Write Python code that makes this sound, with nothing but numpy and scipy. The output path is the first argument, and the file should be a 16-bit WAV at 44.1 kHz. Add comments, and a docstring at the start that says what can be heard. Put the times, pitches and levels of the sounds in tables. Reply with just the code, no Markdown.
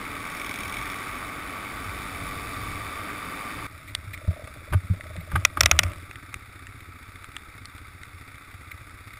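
"""On a dirt road, a camera in a plastic housing rides a quad bike: exhaust harmonics, engine clatter,
gear whine, tyres and gusts. After a cut the quad stands idling while a second engine beats against it.
The camera is jostled and rubbed: its springy mount thumps, creaks and rattles, and hard plastic
snaps, ticks and scrapes right against the housing."""
import sys
import numpy as np
from scipy import signal
from scipy.fft import rfft, irfft, next_fast_len
from scipy.io import wavfile

SR = 44100
rng = np.random.default_rng(int(sys.argv[2]) if len(sys.argv) > 2 else 0)


def materialize(psi):
    """Save the field psi as 16-bit PCM at rate SR to the path in sys.argv[1].

    A 1-D psi becomes a single channel; in a 2-D psi each row is a channel.
    """
    bounded = np.clip(np.atleast_2d(psi).T, -1, 1)
    quanta = np.round(bounded * 32767).astype(np.int16)
    wavfile.write(sys.argv[1], SR, quanta)


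N = 405279
TIME = np.arange(N) / SR
CUT_S = 3.668


def undb(db):
    """Decibels to gain."""
    return 10 ** (np.asarray(db) / 20)


def unit(x):
    """Scale to rms 1."""
    return x / np.sqrt(np.mean(x ** 2))


def curves(table):
    """Each column after the time as a value per sample."""
    s, *columns = np.transpose(table)
    return [np.interp(TIME, s, c) for c in columns]


def noise():
    """White noise."""
    return rng.standard_normal(N)


def drift(rate_hz):
    """Slow random drift, rms 1."""
    knots = rng.standard_normal(1024)
    return unit(np.interp(TIME * rate_hz, np.arange(len(knots)), knots))


def shape(x, gain_at):
    """Minimum-phase filter with the magnitude gain_at(Hz)."""
    size = 2 * next_fast_len(len(x) // 2 + 4096)
    hz = np.maximum(np.arange(size // 2 + 1) * SR / size, 1)
    cepstrum = irfft(np.log(gain_at(hz) + 1e-6))
    cepstrum[1:size // 2] *= 2
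    cepstrum[size // 2 + 1:] = 0
    return irfft(rfft(x, size) * np.exp(rfft(cepstrum)), size)[:len(x)]


def colour(x, points):
    """Filter by a spectrum of (Hz, relative dB) points, to rms 1."""
    f, db = np.transpose(points)
    return unit(shape(x, lambda hz: undb(np.interp(np.log(hz), np.log(f), db))))


def ring(x, modes):
    """Filter by steep resonances (Hz, width Hz, relative dB), to rms 1."""
    def gain_at(hz):
        return np.sqrt(sum((undb(db) / (1 + (2 * (hz - f) / w) ** 2)) ** 2 for f, w, db in modes))
    return unit(shape(x, gain_at))


def add(out, s, sound, db):
    """Mix a sound in at time s with the given peak level."""
    i = int(s * SR)
    out[i:i + len(sound)] += (undb(db) * sound / np.abs(sound).max())[:max(N - i, 0)]


def contact(length_s, release_s):
    """Rough contact: micro-slips for length_s, dying away over release_s."""
    t = TIME[:4096]
    return rng.choice([-1., 1.], len(t)) * np.exp(-np.maximum(t - length_s, 0) / release_s)


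def bursts(cycles, decay, scatter_db):
    """Envelope: jumps to a random height each cycle; decay is a share of the cycle."""
    heights = undb(scatter_db * rng.standard_normal(2048))
    return unit(heights[np.floor(cycles).astype(int) % len(heights)] * np.exp(-(cycles % 1) / decay))


def spell(start_s, attack_s, hold_s, release_s):
    """Envelope: rises, holds, dies away."""
    t = TIME - start_s
    return np.clip(t / attack_s, 0, 1) * np.exp(-np.maximum(t - attack_s - hold_s, 0) / release_s)


# Engine clatter under way. Each row: time in seconds, case and treble levels in relative dB.
CLATTER_LEVELS = [(0, -37.5, -52.5), (.7, -35.8, -51.5), (1.0, -35.5, -50.5), (1.42, -37, -53),
                  (2.0, -37, -50.5), (2.65, -37.5, -50), (3.0, -36.5, -52), (3.66, -37, -51.5)]
# Case resonances under load; housing passbands. Each row: centre in Hz, width in Hz, relative dB.
DRIVE_MODES = [(897, 34, -9), (1156, 160, -2.5), (1285, 190, -5), (1508, 230, -8), (1925, 470, -9.5),
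               (2248, 360, -6), (2536, 220, -14), (3040, 400, -20.5)]
HOUSING_BANDS = [(3576, 386, 2), (3870, 400, -4), (4650, 950, -6), (5390, 290, -7.5), (6620, 330, -9.5),
                 (7320, 910, -10), (8370, 470, -5), (9810, 500, 0), (10720, 275, -2.5), (13360, 380, -9),
                 (13980, 960, -5.5)]


def engine_clatter(turns):
    """Valves and piston strike the cases twice a crank turn; the treble passes through the housing."""
    case_db, treble_db = curves(CLATTER_LEVELS)
    strikes = 1 + .45 * bursts(2 * turns, decay=.3, scatter_db=2)
    cases = ring(noise() * strikes, DRIVE_MODES) * undb(case_db - .24 + .17 * drift(21.7))
    hiss = ring(noise() * strikes, HOUSING_BANDS) * undb(treble_db + 4.5)
    return cases + hiss


# Exhaust harmonics. Each row: multiple of the crank rate, relative dB.
EXHAUST_HARMONICS = [(1, 0), (2, -3), (3, -3.5), (4, -6), (5, -2.5), (6, -0.5), (7, -9), (8, -8.5),
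                     (9, -12)]


def exhaust(turns, level_db=-49):
    """Exhaust under load: wavering harmonics of the crank rate."""
    tone = sum(undb(db + 3.3 * drift(13)) * np.sin(2 * np.pi * (k * turns + rng.random()))
               for k, db in EXHAUST_HARMONICS)
    return unit(tone) * undb(level_db)


# Gear whine. Each row: time in seconds, level in dB.
WHINE_LEVELS = [(0, -49.5), (1.1, -51), (2.2, -47), (2.6, -42), (3.7, -42.5)]
# Its partials. Each row: multiple of the mesh rate, relative dB.
WHINE_PARTIALS = [(1, 8), (2, -5), (3, -7), (4, -12)]


def gear_whine(turns, start_hz=1131, rise_hz_per_s=16.5):
    """Meshing teeth sing at a slowly climbing pitch; each crank turn loads them."""
    db, = curves(WHINE_LEVELS)
    mesh_hz = (start_hz + rise_hz_per_s * TIME) * (1 + .0025 * drift(30))
    teeth = np.cumsum(mesh_hz) / SR
    tone = sum(undb(g + 2 * drift(29.93)) * np.sin(2 * np.pi * k * teeth) for k, g in WHINE_PARTIALS)
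    flutter = 1 + .7 * np.cos(2 * np.pi * turns)
    return unit(tone * flutter) * undb(db)


def loose_parts(turns, level_db=-40):
    """Loose parts buzz early in the ride, shaken twice, unevenly, every two crank turns."""
    shaking = .2 + unit(sum(bursts(turns / 2 - lag, decay=.08, scatter_db=1.2) for lag in (0, .38)))
    modes = [(2280, 274, 6.5), (3440, 820, -5.5), (5470, 430, -9.5), (6540, 430, -11),
             (9360, 1800, -11.5), (14200, 980, -13)]
    envelope = spell(start_s=.074, attack_s=.4, hold_s=.33, release_s=.25)
    return ring(noise() * shaking, modes) * undb(level_db) * envelope


def firings(rate_hz, first_s, jitter_s, scatter_db):
    """Slow uneven pulses of an idling single cylinder."""
    late, louder = rng.standard_normal((256, 2)).T
    at = ((first_s + np.arange(256) / rate_hz + jitter_s * late) * SR).astype(int)
    pulses = np.zeros(N)
    pulses[at[at < N]] = undb(scatter_db * louder[at < N])
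    return unit(pulses)


# Exhaust beat at idle. Each row: time in seconds, level in dB.
IDLE_LEVELS = [(3.7, -47.5), (6.1, -45.5), (7.1, -48.5), (9.2, -49.5)]
# Silencer and frame spectrum. Each row: frequency in Hz, relative dB.
SILENCER_SPECTRUM = [(15, -14), (30, -10), (54, -4.5), (75, -4), (94, 0), (115, -4.5), (150, -16.5),
                     (225, -20.5), (278, -13), (340, -19.5), (420, -25), (600, -38), (1000, -59)]
# Case resonances at idle. Each row: centre in Hz, width in Hz, relative dB.
IDLE_MODES = [(670, 1400, -15), (1173, 100, -2), (1304, 150, 0), (1505, 240, -5), (2010, 600, -6),
              (2257, 365, -4.5), (2500, 240, -15)]


def idling(rate_hz=15.11, first_s=3.711, case_db=-48.5, hiss_db=-57.5):
    """The quad chugs at idle and a second one beats against it; its valve gear chatters and fine grit ticks on
    the cases."""
    beat_db, = curves(IDLE_LEVELS)
    cycles = (TIME - first_s) * rate_hz
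    own = firings(rate_hz, first_s + .002, jitter_s=.0012, scatter_db=1.5)
    # A weaker intake puff comes just before each pulse.
    intake = undb(-7) * firings(rate_hz, first_s - .010, jitter_s=.0012, scatter_db=2)
    other = undb(-5) * firings(19.1, CUT_S, jitter_s=.003, scatter_db=2)
    gas = undb(2) * noise() * (1 + .55 * np.cos(2 * np.pi * (cycles - .1)))
    pipes = colour(own + intake + other + gas, SILENCER_SPECTRUM)
    clicking = bursts(2 * cycles, decay=.3, scatter_db=3) + bursts(TIME * 76, decay=.25, scatter_db=5)
    chatter = 1 + .4 * clicking
    cases = ring(noise() * chatter, IDLE_MODES)
    hiss = ring(noise() * chatter, HOUSING_BANDS)
    return pipes * undb(beat_db) + cases * undb(case_db) + hiss * undb(hiss_db)


# Plastic snaps. Each row: start in seconds, peak in dB, contact in seconds, tilt in dB per octave.
SNAPS = [(5.4500, 0.5, 0.00292, -1.5), (5.6076, -1, 0.0036, -2), (5.6335, -9, 0.0024, -2),
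         (5.6586, 0.5, 0.0031, -2), (5.7126, 1, 0.00266, -1), (5.7899, 1.5, 0.0031, -1.5),
         (5.8332, -14, 0.0038, -3.5)]
# Shell resonances. Each row: centre in Hz, width in Hz, relative dB.
SHELL_MODES = [(660, 320, -15.5), (1350, 280, -7), (1974, 320, -1.5), (2130, 310, -5), (2464, 350, 1.5),
               (3010, 170, -8.5), (3440, 480, -8), (3850, 450, -7.5), (4450, 490, -10), (5030, 310, -14),
               (5590, 660, -4.5), (6480, 550, -4.5), (7600, 590, -14), (8440, 570, -11), (9720, 610, -9),
               (14300, 530, -8)]


def snaps():
    """Hard plastic snaps against the shell, which rings on lower and softer."""
    out = np.zeros(N)
    tail_modes = [(1320, 570, 13), (2090, 1900, 4), (3420, 1100, -13)]
    for s, db, length_s, tilt in SNAPS:
        modes = [(f, w, g + tilt * np.log2(f / 2500)) for f, w, g in SHELL_MODES]
        add(out, s, ring(contact(length_s, release_s=.00021), modes), db)
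        add(out, s + .00204, ring(contact(0, release_s=.0035), tail_modes), db - 14.5)
    return out


# Bumps. Each row: start in seconds, peak in dB, pitch in Hz, overtone in relative dB.
THUMPS = [(4.070, -30.5, 100, -28), (4.278, -12.5, 87, -13), (4.719, -19, 67, -3.5),
          (4.747, -10.5, 92.6, -26), (4.836, -29.5, 98, -11), (4.900, -11.5, 94.8, -11),
          (5.175, -25.5, 90, -2.5), (5.334, -16, 71.4, -6.5), (5.363, -18, 90.7, -12.5),
          (5.628, -18, 81, -20), (5.722, -21, 80, -30), (5.842, -22, 81, -19)]
# Creaks. Each row: start in seconds, length in seconds, slips per second, nominal first peak in dB.
CREAKS = [(4.219, .26, 35, -37), (4.559, .12, 18, -41.5), (4.939, .38, 18, -37.5)]
# Knocks. Each row: start in seconds, peak in dB, contact in seconds.
KNOCKS = [(4.725, -24, 0.0063), (4.733, -17, 0.0096), (5.317, -25.5, .003), (5.356, -10, 0.0063),
          (5.572, -13, 0.0014)]
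# Mount resonances. Each row: centre in Hz, width in Hz, relative dB.
MOUNT_MODES = [(302, 195, -8), (624, 135, -8.5), (854, 220, -9.5), (1198, 126, 2.5), (1520, 320, -5),
               (2230, 480, -13), (3120, 1100, -22), (4640, 800, -31), (10600, 3300, -25)]


def mount(rise_s=.01, fade_db_per_s=8, jitter_s=.003, scatter_db=2):
    """The springy mount booms when bumped, creaks as it slips, and rattles when knocked."""
    out, t = np.zeros(N), TIME[:SR // 4]
    for s, db, hz, overtone_db in THUMPS:
        swing = np.sin(2 * np.pi * hz * t) + undb(overtone_db) * np.sin(2 * np.pi * 1.82 * hz * t)
        add(out, s, -swing * t * np.exp(-t / rise_s), db)
    for s, length_s, rate, db in CREAKS:
        for step, (late, louder) in enumerate(rng.standard_normal((16, 2))):
            slip = contact(.00081, release_s=.0055)
            age_s = step / rate
            if age_s < length_s:
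                creak = ring(slip, [(328, 130, -7.5), (514, 140, -1), (615, 110, 6.5)])
                peak_db = db - fade_db_per_s * age_s + scatter_db * louder
                add(out, s + age_s + jitter_s * late, creak, peak_db)
    for s, db, length_s in KNOCKS:
        add(out, s, ring(contact(length_s, release_s=.0047), MOUNT_MODES), db)
    return out


# Ticks. Each row: start in seconds, peak in dB, centre in Hz, treble in relative dB.
TICKS = [(3.9501, -9.5, 3660, -8.5), (4.1762, -28, 2010, -14), (5.009, -25, 2000, -20),
         (5.1645, -29, 2220, -18), (5.934, -28.5, 2030, -18), (6.1116, -28, 2500, -14),
         (6.1573, -25.5, 2050, -15), (6.342, -19, 2330, -13.5), (6.669, -28, 2180, -15),
         (7.2433, -27.5, 2140, -16), (7.3658, -17.5, 1800, -19.5), (7.6556, -27, 4370, -8),
         (8.0334, -27.5, 1900, -19)]


def ticks(faint_per_s=2.2, faint_db=-38):
    """Plastic and grit tick on the shell; fainter ticks fall at random."""
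    out = np.zeros(N)
    faint = [(CUT_S + (k + rng.random()) / faint_per_s, faint_db + 1.5 * rng.standard_normal(), 1900, -16)
             for k in range(16)]
    shell = [(1350, 450, -3), (2000, 700, -3), (3500, 900, -9)]
    for s, db, hz, treble_db in TICKS + faint:
        modes = shell + [(hz, hz * .37, 0), (8500, 3500, treble_db)]
        add(out, s, ring(contact(.0002, release_s=.0015), modes), db)
    return out


# Scrapes. Each row: start in seconds, peak in dB, contact in seconds.
SCRAPES = [(3.876, -31, 0.023), (4.133, -27, 0.013), (5.205, -33.5, .005), (6.805, -34.5, 0.0026),
           (8.715, -27.5, 0.0022), (9.135, -35.5, 0.0044)]


def scrapes():
    """Plastic slips briefly across the shell."""
    out = np.zeros(N)
    modes = [(2160, 380, 13), (3730, 920, -2.5), (8450, 2900, -11), (14100, 680, 0)]
    for s, db, length_s in SCRAPES:
        add(out, s, ring(contact(length_s, release_s=.0037), modes), db)
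    return out


# Rubs. Each row: start in seconds, hold in seconds, grind level in dB.
RUBS = [(3.7, 1.85, -56.5), (5.303, 0.054, -44.5), (5.573, .28, -40)]


def rubbing(hiss_db=-53.5):
    """Rubbing grinds and hisses on the shell and sets the mount rumbling."""
    pressure = sum(undb(db) * spell(s, .034, hold_s, release_s=.063) for s, hold_s, db in RUBS)
    grit = noise() * bursts(TIME * 170, decay=.4, scatter_db=3)
    grind = ring(grit, [(299, 130, 1.5), (605, 130, 5), (1206, 250, 4), (2150, 870, -3.5),
                        (3400, 760, -21), (9100, 9900, -28.5)])
    rumble = undb(9) * ring(noise(), [(84, 32, -2.5), (159, 40, -17.5)])
    hiss = ring(grit, HOUSING_BANDS) * np.sqrt(pressure / pressure.max())
    return pressure * (grind + rumble) + undb(hiss_db) * hiss


# Tyre and exhaust gas spectrum. Each row: frequency in Hz, relative dB.
ROAD_SPECTRUM = [(120, -12.5), (180, -5), (215, -5.5), (250, -5.5), (285, 3), (320, -3.5), (350, -7.5),
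                 (420, -6.5), (520, -9.5), (620, -7.5), (750, -8), (950, -10), (1100, -21), (1500, -34.5)]


def road_roar(turns, level_db=-43):
    """Tyres and exhaust gas roar, pulsing slightly with each crank turn."""
    pulsing = 4.5 + .47 * bursts(turns, decay=.48, scatter_db=.5)
    return colour(noise() * pulsing, ROAD_SPECTRUM) * undb(level_db)


# Buffeting spectrum. Each row: frequency in Hz, relative dB.
WIND_SPECTRUM = [(15, -13), (30, -13), (48, -2.5), (70, -4.5), (98, 0.5), (118, -2.5), (140, -16),
                 (175, -10.5), (260, -28), (500, -69)]
# Gusts. Each row: crest time in seconds, half length in seconds, relative dB.
GUSTS = [(0.733, .1, -43), (1.87, 0.18, -48), (2.28, 0.13, -40), (2.71, 0.2, -37), (3.63, 0.062, -41)]


def wind(breeze_db=-48.5):
    """A steady breeze and a few gusts buffet the housing."""
    gusts = sum(undb(db - 2.5) * np.exp(-((TIME - s) / half_s) ** 2) for s, half_s, db in GUSTS)
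    return colour(noise(), WIND_SPECTRUM) * (undb(breeze_db) + gusts) * undb(1.3 * drift(11))


# Engine speed under way. Each row: time in seconds, crank rate in Hz.
REVS = [(0, 38.7), (.55, 43), (1.1, 48), (1.6, 49), (2.25, 46), (2.75, 49.8), (3.6, 53.4)]


def scene():
    """The ride cuts straight to the halt."""
    crank_hz, = curves(REVS)
    turns = np.cumsum(crank_hz * (1 + .008 * drift(25))) / SR
    ride = (exhaust(turns) + road_roar(turns) + engine_clatter(turns) + loose_parts(turns)
            + gear_whine(turns) + wind())
    halt = idling() + mount() + snaps() + ticks() + scrapes() + rubbing()
    return np.where(TIME < CUT_S, ride, halt)[None]


def record(dry):
    """The camera clips at full scale and cuts the treble above 15.6 kHz."""
    lowpass = signal.ellip(8, .2, 70, 15600, fs=SR, output="sos")
    return signal.sosfilt(lowpass, np.clip(dry, -1, 1))


dry = scene()
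out = record(dry)
materialize(out)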